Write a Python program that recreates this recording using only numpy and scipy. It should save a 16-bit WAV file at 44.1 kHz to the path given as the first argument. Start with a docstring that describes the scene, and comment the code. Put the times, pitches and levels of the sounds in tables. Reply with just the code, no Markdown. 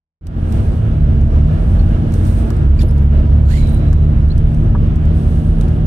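"""After a fifth of a second of near silence a booming engine fades up, heard inside a cab on a snowy road.
The engine is a stack of sines; tyre rumble is coloured noise, and the heater fan adds a steady hum.
The wiper swishes and squeaks with noise and wavering sines; slush sprays as hiss with droplets.
Loose trim ticks in short noise bursts and duller knocks ring the panels.
A phone behind the windscreen hears it all through two microphone ports and limits the peaks."""
import sys
import numpy as np
from scipy import signal
from scipy.fft import rfft, irfft
from scipy.io import wavfile
from scipy.ndimage import uniform_filter1d, minimum_filter1d, map_coordinates

SR = 44100
rng = np.random.default_rng(int(sys.argv[2]) if len(sys.argv) > 2 else 0)


def undo_db(level):
    """Turn decibels back into plain size, where 20 dB means ten times bigger."""
    steps = np.asarray(level, float) / 20
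    return 10 ** steps


def to_wav(s):
    """Save 16-bit WAV."""
    ch = np.atleast_2d(s).T  # columns
    pcm = np.round(np.clip(ch, -1, 1) * 32767)  # PCM
    wavfile.write(sys.argv[1], SR, pcm.astype(np.int16))


N = 258426
t = np.arange(N) / SR
bins = np.maximum(np.arange(N // 2 + 1) * SR / N, 1)  # Hz
BURST = 8192  # length of a tick in samples, and number of levels in a random walk
PORT_LAG_S = 0.000344  # the left port hears the cab later


def along(table):
    """Columns of a time table, one value a sample."""
    s, *columns = np.transpose(table)
    return [np.interp(t, s, c) for c in columns]


def at(table, hz):
    """Value of a spectrum on a log-frequency axis."""
    f, v = np.transpose(table)
    return np.interp(np.log(hz), np.log(f), v)


def unit(x):
    """Scale to rms 1."""
    return x / np.sqrt(np.mean(x ** 2))


def walk(rate):
    """Random levels joined smoothly, rate a second; rms 1."""
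    levels = rng.standard_normal(BURST)
    return unit(map_coordinates(levels, [t * rate], order=3))


def bell(hz, width):
    """Gain of a resonance over all frequencies."""
    return 1 / np.sqrt(1 + ((bins - hz ** 2 / bins) / width) ** 2)


def swell(s, rise_s, fall_s):
    """Gain that grows to 1 at s and dies away."""
    return np.exp(np.minimum((t - s) / rise_s, (s - t) / fall_s))


def sine(cycles):
    """A sine of rms 1 with a random starting phase, from its running count of cycles."""
    return np.sqrt(2) * np.sin(2 * np.pi * (cycles + rng.random()))


def tone(hz, wobble, rate):
    """A sine of rms 1 whose pitch wavers."""
    return sine(np.cumsum(hz * (1 + wobble * walk(rate))) / SR)


def diffuse():
    """Spectra of two white noises, much alike in the bass and mostly unrelated in the treble."""
    # how much of the noise power both ports share: (pitch_hz, share)
    likeness = [(30, 0.97), (130, 0.98), (290, 0.97), (640, 0.37), (1400, 0.21), (3100, .3), (7000, 0.27),
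                (15000, 0.27)]
    share = np.clip(at(likeness, bins), 0, 1)
    both, left, right = (rfft(rng.standard_normal(N)) for _ in range(3))
    return np.sqrt(share) * both + np.sqrt(1 - share) * np.array([left, right])


def engine():
    """Firing orders, each as loud as the cab lets it boom; valve clatter once a firing."""
    # engine speed and effort: (time_s, firing_rate_hz, load_db)
    running = [(.2, 80.22, 6), (.4, 83.88, -2), (.62, 96.95, -7.5), (.9, 77.65, -11.5), (1.05, 72.5, -1),
               (1.22, 67.88, 0.5), (1.6, 79.98, -4.5), (1.8, 85.02, 4.5), (2.05, 81.2, -9.5),
               (2.25, 89.86, -1.5), (2.5, 80.5, -12), (2.7, 69.37, 0.5), (3.3, 71.55, 0.5), (4.1, 74.4, -1),
               (4.8, 77.18, -3), (5.3, 78.2, -4), (5.86, 79, 0.5)]
    # strength of each order before cab and load: (multiple of the firing rate, rms_db)
    orders = [(.5, -23.5), (1, -13), (1.5, -30), (2, -21), (3, -36), (7.5, -50.5), (9.5, -49.5),
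              (13.5, -54)]
    # how the cab answers a tone: (pitch_hz, gain_db)
    cab = [(30, 6), (65, 3), (74, 1), (79, -5.5), (86, 0), (95, -12.5), (140, -0.5), (156, 4), (168, -4),
           (200, -8), (520, -11.5), (590, 7.5), (680, -14.5), (745, 4), (850, -4), (970, 5.5), (1050, -1.5),
           (1140, 4)]
    hz, load_db = along(running)
    cycles = np.cumsum(hz * (1 + 0.003 * walk(12))) / SR
    boom = 0
    for k, db in orders:
        # the exhaust drone on the even orders follows the load less
        load_share = 1 if k % 2 else 0.56
        level_db = db + at(cab, k * hz) + load_db * load_share + 1.43 * walk(8)
        boom = boom + undo_db(level_db) * sine(k * cycles)
    clatter = unit(irfft(diffuse() * bell(1900, 1700) ** 2, N))
    clatter = clatter * np.exp(-(cycles % 1) / 0.31)  # dies away within each firing
    return boom + undo_db(-51.5) * clatter


def road():
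    """Tyre noise rings the body panels; bands, mostly half an octave, swell together and flicker alone."""
    # rough patches that shake the chassis: (time_s, level_db, half_length_s)
    bumps = [(0.855, -2, 0.18), (1.247, 0.5, 0.24), (1.917, 1, 0.17), (2.6, 1, 0.39), (4.3, 2.5, 0.38),
             (4.9, 3.5, 0.29)]
    # level of the tyre roar: (time_s, level_db)
    roar = [(.2, 0.5), (.55, 0.5), (1, -4), (1.6, -1), (2.6, -1.5), (2.85, -3.5), (3.7, -2), (4.1, -3.5),
            (5.86, -3)]
    # tyre noise before panels and bumps: (pitch_hz, level_db per Hz)
    road_colour = [(12, -61.5), (26, -35.5), (38, -33), (55, -31.5), (100, -33.5), (135, -39), (195, -47.5),
                   (330, -51.5), (400, -58.5), (630, -62), (900, -72), (2000, -79.5), (3300, -83.5),
                   (5000, -96.5), (15500, -116)]
    # cab and panel resonances as each port hears them: (pitch_hz, width_hz, left_db, right_db)
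    body = [(41.7, 4.7, 3, 0.5), (103, 55, 1, -1), (330.3, 100, 3, 2.5), (459, 63, 4.5, 1.5),
            (600, 89, -1.5, 4), (659, 45, -2, 2), (775, 60, 7.5, -0.5), (868, 15, 7, 5.5),
            (960, 31, 5.5, 3), (1350, 496, 5.5, 6), (1658, 55, 9.5, 4.5), (2870, 220, 6, 1)]
    bumps_db = -0.6 + sum(db * np.exp(-((t - s) / half_s) ** 2) for s, db, half_s in bumps)
    roar_db, = along(roar)
    body_db = sum(np.outer(db, bell(hz, width) ** 2) for hz, width, *db in body)
    noise = diffuse() * undo_db(at(road_colour, bins) + body_db) * np.sqrt(SR / 2)
    judder_db = walk(14)
    out = 0
    edges = np.r_[0, 30 * 2 ** np.arange(0, 9.5, 0.5), SR]
    for lo_hz, hi_hz in zip(edges, edges[1:]):
        low = 1 / (1 + (hi_hz / 200) ** 4)  # bumps move the bass, roar and judder the rest
        level_db = low * bumps_db + (1 - low) * (roar_db + judder_db) + 0.9 * walk(7)
        band = noise * ((bins >= lo_hz) & (bins < hi_hz))
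        out = out + undo_db(level_db) * irfft(band, N)
    return out


def blower():
    """Steady blade tone of the heater fan; it sags while the wiper motor draws current."""
    # blade tone and its overtones: (multiple of the blade rate, rms_db)
    hum = [(1, -26.5), (2, -47.5), (3, -48)]
    age = np.maximum(t - 2.7, 0)  # seconds since the wiper motor started
    sag_s, recover_s = 0.3, 0.74
    # the difference of the two decays peaks near a third, so the pitch dips about 3 Hz
    hz = 222.8 - 10 * (np.exp(-age / recover_s) - np.exp(-age / sag_s))
    cycles = np.cumsum(hz * (1 + 0.0025 * walk(9))) / SR
    return sum(undo_db(db + 0.99 * walk(4.5)) * sine(k * cycles) for k, db in hum)


def squeak(hz, partials_db):
    """A fluttering stick-slip tone with its overtones."""
    phase = 2 * np.pi * np.cumsum(hz + 90 * walk(450)) / SR
    flutter = undo_db(3.5 * walk(300))
    return flutter * sum(undo_db(db) * np.sin((k + 1) * phase) for k, db in enumerate(partials_db))


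def swish_and_scrape():
    """Rubber rubbing on glass: a hiss with a rising ring, and a short scrape as the blade breaks loose."""
    # relative colour of the hiss: (pitch_hz, width_hz, level_db)
    glass = [(3000, 2100, -1.5), (4270, 350, -14), (7100, 980, -11), (8760, 300, -17), (11000, 3000, -13)]
    stroke_s = 3.515  # middle of the stroke
    hz = 1100 + (2285 - 1100) * (1 + np.tanh((t - stroke_s) / 0.05)) / 2
    ring = tone(hz, wobble=0.044, rate=300) * (1 + 0.7 * walk(400))
    ring = ring * np.minimum(1, 2 * swell(stroke_s - 0.012, rise_s=0.04, fall_s=0.075))
    colour = sum(undo_db(db) * bell(f, width) ** 2 / np.sqrt(width) for f, width, db in glass)
    hiss = unit(irfft(diffuse() * colour, N))
    stroke = np.minimum(1, 2 * swell(stroke_s + 0.024, rise_s=0.035, fall_s=0.055))
    scrape = swell(2.823, rise_s=0.02, fall_s=0.0091) * undo_db(-38.5 + 2.5 * walk(270))
    ring_gain = undo_db(-41 + np.array([[-6], [0]]))  # nearer the right port
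    return (undo_db(-41) * stroke + scrape) * hiss + ring_gain * ring


def arm_squeal():
    """The wiper arm squeals with a falling, wavering tone, louder on the right."""
    arm_s = 3.6
    hz = 3960 - 250 * np.clip(t - arm_s, -1, 1)
    squeal = tone(hz, wobble=0.013, rate=270) * (1 + 0.9 * walk(350))
    return undo_db(-49.5 + np.array([[-7], [0]])) * swell(arm_s, rise_s=0.07, fall_s=0.25) * squeal


def rubber_squeaks():
    """Wiper and seals stick and slip briefly, each squeak gliding between two pitches."""
    # levels before the partial gains: (start_s, length_s, first_hz, last_hz, level_db)
    slips = [(1.787, 0.036, 4340, 4250, -51), (2.787, .021, 2445, 2280, -52),
             (2.798, 0.027, 1733, 1860, -49), (2.802, .02, 11300, 11310, -56),
             (2.818, .018, 9900, 10500, -42.5), (2.883, .032, 4880, 5400, -61),
             (3.681, .023, 8400, 9200, -54.5), (4.299, .028, 4162, 4260, -43.5)]
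    # gains of the partials of the low squeaks, from the fundamental up: [gain_db]
    low_partials = [10, 10, 0.5]
    out = 0
    for s, length_s, first_hz, last_hz, db in slips:
        done = np.clip((t - s) / length_s, 0, 1)
        envelope = np.sqrt(np.abs(np.sin(np.pi * done))) * (done < 1)
        partials_db = low_partials if first_hz < 3000 else [4]
        out = out + envelope * undo_db(db) * squeak(first_hz + (last_hz - first_hz) * done, partials_db)
    return out


def blade_whistles():
    """The wet blade edge whistles thinly along wandering pitch curves."""
    # one pitch curve for each whistle: (time_s, pitch_hz)
    curves = [
        [(2.835, 14000), (2.848, 14300), (2.876, 12200), (2.881, 9840), (2.892, 9880), (2.911, 10400),
         (2.915, 12800), (2.932, 13800), (2.975, 13600), (2.99, 13020), (3.01, 13930), (3.052, 13970),
         (3.062, 15100), (3.09, 16100)],
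        [(3.69, 13800), (3.713, 14400), (3.728, 13800), (3.733, 11000), (3.748, 9070), (3.753, 11900),
         (3.77, 14000), (3.79, 15400)],
    ]
    out = 0
    for rows in curves:
        hz, = along(rows)
        edge = np.clip(np.minimum(t - rows[0][0], rows[-1][0] - t) / 0.015, 0, 1)
        level_db = -48 - 3.8 * (hz / 1000 - 10) + 4.5 * walk(60)  # weaker when higher
        out = out + edge * undo_db(level_db) * squeak(hz, [4])
    return out


def wiper():
    """The wiper's rubbing, squealing, squeaking and whistling together."""
    return swish_and_scrape() + arm_squeal() + rubber_squeaks() + blade_whistles()


def spray():
    """Slush thrown against the floor: hiss with droplets of uneven size."""
    # slush splashes: (peak_time_s, peak_db, rise_s, fall_s)
    splashes = [(.53, -51.5, 0.094, 0.16), (1.699, -58.5, 0.15, 0.28), (2.13, -52, .01, .08),
                (2.27, -48.5, 0.055, 0.11), (2.42, -55.5, .08, .08), (3.7, -55.5, 0.078, 0.11),
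                (4.55, -64, 0.16, 0.044), (5.17, -58, 0.016, .25), (5.361, -60.5, .08, .15),
                (5.619, -63, 0.059, 0.1)]
    # relative colour of the spray: (pitch_hz, level_db per Hz)
    spray_colour = [(2000, -24), (3500, -4), (5000, -12), (5700, -10.5), (7000, -11.5), (8800, -5.5),
                    (10200, -7.5), (12000, -15), (15700, -12)]
    drizzle = undo_db(-67)  # spray between the splashes
    flow = drizzle + sum(undo_db(db) * swell(s, rise_s, fall_s) for s, db, rise_s, fall_s in splashes)
    colour = undo_db(at(spray_colour, bins))
    hiss = unit(irfft(diffuse() * colour, N))
    hits = rng.random(N) < 600 / SR  # about 600 droplets a second
    size_db = np.minimum(2.2 * rng.exponential(size=N), 9)
    drops = hits * rng.standard_normal(N) * undo_db(size_db)
    droplets = unit(irfft(rfft(drops) * colour, N))
    return flow * undo_db(1.2 * walk(30)) * (hiss + 0.12 * droplets)


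def knocks():
    """Duller blows on trim and chassis ring the panel modes near each blow's own pitch."""
    # blows, as heard on the right: (time_s, peak_db, centre_hz, softness_s)
    blows = [(.79, -10, 108, 0.019), (1.85, -31, 560, .004), (2.502, -31, 1250, 0.0023),
             (2.83, -19.5, 530, .008), (3.928, -31, 1460, .002), (4.749, -22.5, 1000, .003)]
    # relative panel modes, with time to fall by 60 dB: (pitch_hz, level_db, t60_s)
    panel = [(106.8, 3.5, 0.54), (341.5, 6, 0.13), (500, -6, .12), (608, -3.5, 0.064), (807, -7, 0.049),
             (960, 4, 0.028), (1148, -2.5, 0.056), (1260, -1, 0.044), (1473, -2.5, 0.034), (1694, -2, 0.04)]
    out = 0
    for s, db, hz, soft_s in blows:
        # start the left side early, so that the later port lag makes both arrive together
        age = np.maximum(t - s + np.array([[PORT_LAG_S], [0]]), 0)
        ring = 0
        for f, mode_db, t60 in panel:
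            nearness = np.exp(-(np.log(f / hz) / 0.5) ** 2)
            decay = np.exp(-np.log(1000) * age / t60)
            ring = ring + undo_db(mode_db) * nearness * decay * np.sin(2 * np.pi * (f * age + rng.random()))
        ring = ring * (1 - np.exp(-age / soft_s))
        left_db = 4 * (hz > 300)  # the higher knocks come from the left
        out = out + undo_db(db + np.array([[left_db], [0]])) * ring / np.abs(ring).max()
    return out


def ticks():
    """Each tick of loose trim is a short, bright, decaying noise burst."""
    # ticks: (start_s, peak_db)
    taps = [(0.2687, -21.5), (0.5235, -28.5), (1.2132, -43), (2.121, -35), (2.1392, -23), (2.1555, -38),
            (2.252, -32.5), (2.5034, -29.5), (2.5667, -40), (2.9105, -37.5), (2.9808, -37.5),
            (3.672, -32.5), (3.9297, -32), (4.284, -37), (4.3792, -32), (4.5457, -39), (4.958, -38),
            (5.053, -38), (5.6104, -28.5), (5.683, -37)]
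    t60_s = 0.024
    out = np.zeros((2, N + BURST))
    decay = np.exp(-np.log(1000) * t[:BURST] / t60_s)
    band = signal.butter(2, [1000, 11000], "bandpass", fs=SR, output="sos")
    for s, db in taps:
        both, left, right = rng.standard_normal((3, BURST))
        noise = both + 0.85 * np.array([left, right])
        burst = signal.sosfilt(band, noise * decay)
        start = int(s * SR)
        out[:, start:start + BURST] += undo_db(db) * burst / np.abs(burst).max()
    return out[:, :N]


def scene():
    """Everything heard in the cab."""
    return engine() + road() + blower() + wiper() + spray() + knocks() + ticks()


def band_limit(x):
    """A steep low-pass at the top of the band."""
    return signal.sosfilt(signal.butter(12, 15820, fs=SR, output="sos"), x)


def record(dry):
    """Two ports of unequal colour, the left one later; the microphone fades up and a limiter holds peaks."""
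    # balance of the ports before the right cavity's ring: (pitch_hz, left_minus_right_db)
    balance = [(60, -1.6), (200, -0.6), (480, -1.5), (620, -3.5), (1100, -3), (1900, -5.5), (2500, -5),
               (3300, -4.5), (4000, -8.5), (5100, -13.5), (6500, -12), (7600, -7), (9200, -3.5),
               (10000, -2.5), (15500, -3)]
    # ring of the right port's cavity: pitch_hz, width_hz, gain_db
    cavity = (8700, 1100, 5.4)
    half_db = at(balance, bins) / 2
    hz, width, db = cavity
    # below about 120 Hz the boom is one pressure at both ports, so the lag vanishes there
    lag_s = PORT_LAG_S / (1 + (120 / bins) ** 4)
    left = undo_db(half_db) * np.exp(-2j * np.pi * bins * lag_s)
    right = undo_db(db * bell(hz, width) ** 2 - half_db)
    heard = irfft(rfft(dry) * np.array([left, right]), N)
    # nearly shut at first, then the microphone opens softly and fades up
    open_s, fade_s = 0.21, 0.39
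    fade = np.minimum(1, undo_db(-34) + (t - open_s) / fade_s)
    heard = heard * np.where(t < open_s, undo_db(-85), fade)
    # the limiter looks ahead and eases its gain down around each peak
    gain = np.minimum(1, 0.9 / (np.abs(heard).max(axis=0) + 1e-9))
    gain = uniform_filter1d(minimum_filter1d(gain, size=1200), size=1200)
    return band_limit(heard * gain)


dry = scene()
out = record(dry)
to_wav(out)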